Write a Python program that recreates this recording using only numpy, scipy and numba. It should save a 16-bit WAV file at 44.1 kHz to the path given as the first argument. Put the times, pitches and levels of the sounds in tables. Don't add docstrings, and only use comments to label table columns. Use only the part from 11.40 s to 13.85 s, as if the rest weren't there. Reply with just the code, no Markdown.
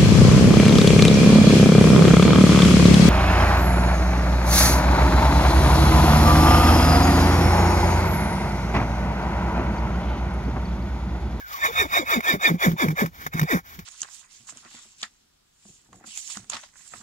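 import sys
import numpy as np
from scipy import signal
from scipy.fft import rfft, irfft, next_fast_len
from scipy.io import wavfile
from scipy.ndimage import uniform_filter1d, map_coordinates
from numba import njit

SR = 44100
rng = np.random.default_rng(int(sys.argv[2]) if len(sys.argv) > 2 else 0)


def master(y):
    cut = np.clip(np.atleast_2d(y).T, -1, 1)
    pcm = np.round(cut * 32767)
    wavfile.write(sys.argv[1], SR, pcm.astype(np.int16))


def attenuation_scalar(level_db):
    decades = np.asarray(level_db, float) / 20
    return 10 ** decades


N = 108045
T = np.arange(N) / SR

# f/Hz, density/dB
WIND_SPECTRUM = [(20, -34.5), (50, -5.5), (90, -5.5), (250, -18.5), (1500, -29.5), (9000, -29),
                 (15500, -58)]
# t/s, level/dB
GUSTS = [
    (0, -57),
    (.3, -67),
    (.39, -38),
    (.55, -63),
    (.9, -66),
    (1.8, -55),
    (2.2, -63),
    (2.45, -48),
]
# start t/s, end t/s, from f/Hz, to f/Hz, level/dB
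SNIFFS = [
    (0.0, 0.071, 1700, 1430, -38.5),
    (0.1, 0.187, 1284, 1000, -35.5),
]
# start t/s, peak t/s, end t/s, level/dB
IN_BREATHS = [
    (-0.1, 0.0, 0.06, -45.5),
    (0.033, 0.135, 0.22, -38),
    (0.263, 0.329, 0.35, -45.5),
    (1.715, 1.834, 1.9, -44.5),
    (2.231, 2.354, 2.43, -50),
]
# start t/s, peak t/s, end t/s, level/dB, lowest throat f/Hz
PUFFS = [(0.17, 0.26, 0.31, -21.5, 480), (0.32, 0.40, 0.465, -20, 301.8), (0.485, 0.565, 0.635, -21, 270),
         (0.65, 0.73, 0.80, -21.5, 220), (0.82, 0.895, 0.96, -21, 184.5), (0.995, 1.062, 1.12, -20, 165),
         (1.185, 1.24, 1.30, -18.5, 165), (1.365, 1.42, 1.47, -19, 160.2), (1.555, 1.60, 1.65, -20, 164.2),
         (1.915, 1.94, 2.12, -31.5, 155), (2.065, 2.118, 2.17, -18.5, 169.9)]
# t/s, peak level/dB, length/s
SPITS = [(0.805, -19.5, 0.0048), (1.317, -28.5, 0.0081), (1.484, -20, .006), (1.503, -35, 0.014),
         (1.66, -21, 0.0052), (1.864, -20, .008), (1.936, -23.5, 0.0062), (1.995, -12, 0.0047),
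         (2.014, -12, .005), (2.03, -17.5, 0.0081), (2.39, -27.5, 0.017)]
# t/s, scale of passage pitches, whistle level/dB, throat breath level/dB,
# passage ring level/dB
EFFORT = [
    (0, 0.96, -4, -25, -4),
    (0.4, 1.015, -4, -12.5, -0.5),
    (1.06, 1.003, -3, -7.5, 0.5),
    (1.24, 0.96, -10, -6.5, -4),
    (1.6, .97, -6, -7, -7),
    (2.45, 1.06, -16, -9, -11.5),
]
# f/Hz, width/Hz, level/dB, arch share while blowing, sag share over a puff
PASSAGES = [(647, 123, -11, 0.012, 0.14), (1130, 180, -3, 0.074, 0.055), (2139, 95, -3.5, 0.0095, 0.035),
            (2329, 87, -4.5, 0.022, 0.071), (2500, 90, -12.5, 0.0093, 0.039),
            (2955, 120, -28, 0.011, 0.011), (3386, 59, -17.5, 0.017, .01), (3611, 73, -11, 0.011, 0.024),
            (3924, 84, -17, .01, 0.013), (4767, 157, -16.5, 0.0064, 0.0106), (5530, 140, -26, .01, 0.016),
            (7080, 400, -16.5, 0.0033, 0.011)]
# f/Hz, density/dB
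BROAD_SPECTRUM = [(150, -17.5), (500, -10.5), (1100, 1.5), (1500, 2.5), (2300, -2.5), (2600, -13.5),
                  (2800, -25.5), (5000, -19.5)]
# f/Hz, density/dB
HISS_SPECTRUM = [(300, -56.5), (1500, -3.5), (5000, -9), (8500, -13.5), (10000, -18), (12800, -10),
                 (15500, -5)]
# multiple of its pitch, level/dB
UPPER_MODES = [(1.95, -6.5), (3.1, -7)]
# t/s, peak level/dB
FLAPS = [(0.422, -24), (0.593, -17), (0.763, -14), (0.923, -33), (0.939, -13), (0.961, -28), (1.084, -42),
         (1.101, -12), (1.115, -16), (1.141, -13.5), (1.265, -11.5), (1.281, -13.5), (1.312, -15.5),
         (1.334, -17.5), (1.441, -12), (1.46, -31), (1.483, -13.5), (1.502, -16.5), (1.526, -21),
         (1.62, -11), (1.64, -36), (1.663, -25), (1.859, -26.5), (1.946, -18.5), (1.952, -19),
         (1.989, -22.5), (2.012, -16), (2.025, -11), (2.131, -13.5), (2.152, -13)]
# t/s, peak level/dB
LAST_FLAP = (2.388, -27)
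# f/Hz, level/dB
PORT_TILT = [(100, -0.3), (700, 2.8), (2200, -1.5), (4000, -1), (12000, 3)]
# f/Hz, level/dB
SCATTER = [(200, -12), (1500, -15.5), (5000, 0.5), (12000, -0.5)]
# f/Hz, width/Hz, depth share
CASING_DIPS = [(2687, 134, 0.65), (4050, 116, 0.43), (8450, 900, 0.98), (11170, 800, 0.65)]


def unit(x):
    return x / np.sqrt(np.mean(x ** 2) + 1e-20)


def along(points, hz):
    f, value = np.transpose(points)
    return np.interp(np.log(hz + 1), np.log(f + 1), value)


def wobble(rate):
    return map_coordinates(rng.standard_normal(int(N * rate / SR) + 4), [T * rate])


def filtered(x, response):
    m = next_fast_len(N + SR // 4)
    return irfft(rfft(x, m) * response(np.fft.rfftfreq(m, 1 / SR)), m)[..., :N]


def shaped(noise, spectrum):
    return unit(filtered(noise, lambda hz: attenuation_scalar(along(spectrum, hz))))


@njit
def resonate(x, turn, keep):
    y = np.zeros(len(x))
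    for i in range(2, len(x)):
        y[i] = x[i] - x[i - 2] + 2 * keep * turn[i] * y[i - 1] - keep * keep * y[i - 2]
    return y


def band(hz, width_hz):
    turn = np.cos(2 * np.pi * hz / SR)
    keep = np.exp(-np.pi * 1.5 * width_hz / SR)
    once = resonate(rng.standard_normal(N), turn, keep)
    return unit(resonate(once, turn, keep))


def swell(start, peak, end, db):
    rising = T < peak
    distance = np.where(rising, (peak - T) / (peak - start), (T - peak) / (end - peak))
    depth_db = np.where(rising, 26.5, 25)
    return attenuation_scalar(db - depth_db * np.minimum(distance, 3) ** 1.768)


def burst(s, db, rise_s, t60_s):
    gain, first = np.zeros(N), round(s * SR)
    t = T[:min(N - first, SR // 5)]
    gain[first:first + len(t)] = attenuation_scalar(db - 60 * t / t60_s) * (1 - np.exp(-t / rise_s))
    return gain


def effort_curve(column):
    table = np.transpose(EFFORT)
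    return np.interp(T, table[0], table[column])


def wind(flapping):
    noise = rng.standard_normal((3, N))
    ports = noise[0] + 0.5 * noise[1:]
    hush = shaped(ports, WIND_SPECTRUM)
    thump = unit(filtered(ports, lambda hz: attenuation_scalar(along(WIND_SPECTRUM, hz)) / (1 + (hz / 110) ** 6)))
    blown = attenuation_scalar(-45) * uniform_filter1d(flapping, SR // 30) * 10
    gusts = attenuation_scalar(np.interp(T, *np.transpose(GUSTS)))
    return hush * attenuation_scalar(-59 + 4.5 * wobble(3.2)) + thump * (blown + gusts)


def sniffs():
    total = np.zeros(N)
    for start, end, from_hz, to_hz, db in SNIFFS:
        hz = np.interp(T, [start, end], [from_hz, to_hz])
        total += swell(start - 0.03, (start + end) / 2, end + 0.063, db) * band(hz, 60)
    return total


def gaps():
    return sum(np.exp(-((T - row[0] + 0.0027) / 0.032) ** 2) for row in PUFFS + IN_BREATHS[3:])


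def whistle(size, blowing):
    hz = 1550 * size * (1 + 0.1665 * blowing ** 2)
    return attenuation_scalar(effort_curve(2)) * band(hz, 25)


def nose_passages(size, blowing, place):
    ring = np.zeros(N)
    for f, width_hz, db, arch, sag in PASSAGES:
        gain = attenuation_scalar(db + 3.2 * wobble(35.01))
        hz = f * size * (1 + arch * blowing - sag * place + 0.015 * wobble(25.13))
        ring += gain * band(hz, width_hz)
    return unit(ring) * attenuation_scalar(effort_curve(4))


def airflow():
    puffs = sum(swell(*row[:4]) for row in PUFFS)
    spits = sum(burst(s, db, 0.0005, 4 * length) for s, db, length in SPITS)
    draws = sum(swell(*row) for row in IN_BREATHS)
    blowing, place = np.zeros(N), np.zeros(N)
    for start, _, end, _, _ in PUFFS:
        across = (T - (start + end) / 2) / ((end - start) / 2)
        blowing += np.clip(1 - across ** 2, 0, 1)
        place += across * ((T >= start) & (T < end))
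    size = effort_curve(1)
    whistling = whistle(size, blowing) * puffs * blowing
    nose = nose_passages(size, blowing, place)
    broad = attenuation_scalar(-5.5 + 3.3 * wobble(44.84)) * shaped(rng.standard_normal(N), BROAD_SPECTRUM)
    step = 1 / (0.12 * SR)
    trail = signal.lfilter([step], [1, step - 1], puffs) * np.clip(1.2 - 1.13 * gaps(), 0.05, 1)
    hiss = shaped(rng.standard_normal((3, N)), HISS_SPECTRUM) * attenuation_scalar(2.3 * wobble(60))
    hiss = hiss * (attenuation_scalar(-19) * (puffs + 0.94 * trail) + 0.22 * spits + 0.85 * draws)
    nose = nose * (puffs + 0.051 * trail + 0.7 * spits + 0.61 * draws)
    broad = broad * (puffs + 0.37 * trail + 0.9 * spits + 1.38 * draws)
    return whistling + nose + broad + hiss[0], hiss[1:]


def throat_pitch():
    top_hz, open_at = 1000, 0.88
    hz = np.full(N, PUFFS[-1][4] * 1.0)
    for start, _, end, _, low_hz in PUFFS[:9] + PUFFS[10:]:
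        shut = np.clip(1 - (T - start) / (open_at * (end - start)), 0, 1) ** 0.96
        hz = np.where(T >= start, low_hz * (top_hz / low_hz) ** shut, hz)
    hz = np.where((T > PUFFS[8][2]) & (T < PUFFS[10][0]), PUFFS[9][4], hz)
    return hz * (1 + 0.04 * wobble(40))


def throat():
    hz, width_hz = throat_pitch(), 43.2
    late = sum(swell(s, p + 0.93 * (e - p), e + 0.01, db) for s, p, e, db, _ in PUFFS)
    modes = band(hz, width_hz) + sum(attenuation_scalar(db) * band(k * hz, k * width_hz) for k, db in UPPER_MODES)
    breathy = attenuation_scalar(effort_curve(3)) * late * modes
    drawn = attenuation_scalar(-5.5) * sum(swell(*row) for row in IN_BREATHS[2:]) * band(np.full(N, 200.5), 116)
    flaps = list(FLAPS) + [LAST_FLAP]
    flapping = sum(burst(s - 0.003, db + 3.5, 0.0079, 0.077) for s, db in flaps)
    phase = 2 * np.pi * np.cumsum(hz) / SR
    ring = np.cos(phase)
    ring += attenuation_scalar(-17 + 4.1 * wobble(50)) * np.cos(2 * phase)
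    ring += attenuation_scalar(-26.5 + 1.8 * wobble(49.5)) * np.cos(3 * phase)
    rough_ring = ring * attenuation_scalar(1.495 * wobble(70)) + 0.35 * band(hz, 100)
    return breathy + drawn + flapping * rough_ring, flapping


def scene():
    low, flapping = throat()
    air, port_hiss = airflow()
    horse = air + low + sniffs()
    side, lag_s = np.array([[1], [-1]]), 16 / 44100

    def path(hz):
        return attenuation_scalar(side * along(PORT_TILT, hz) / 2) * np.exp(1j * np.pi * side * hz * lag_s)

    direct = filtered(horse + port_hiss, path)
    echo = rng.standard_normal((2, SR // 20)) * attenuation_scalar(-60 * T[:SR // 20] / 0.033)
    wet = signal.fftconvolve(horse[None], echo / np.linalg.norm(echo[0]), axes=1)[:, :N]
    scattered = filtered(wet, lambda hz: attenuation_scalar(along(SCATTER, hz)))
    return direct + scattered + wind(flapping)


def roll_off(x):
    return signal.sosfilt(signal.butter(12, 16780, fs=SR, output="sos"), x)


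def record(dry):
    def casing(hz):
        dips = [1 - np.clip(depth, 0, 1) * np.exp(-((hz - f) / width) ** 2)
                for f, width, depth in CASING_DIPS]
        return (hz < 15800) * np.prod(dips, axis=0)

    return roll_off(filtered(dry, casing))


dry = scene()
out = record(dry)
master(out)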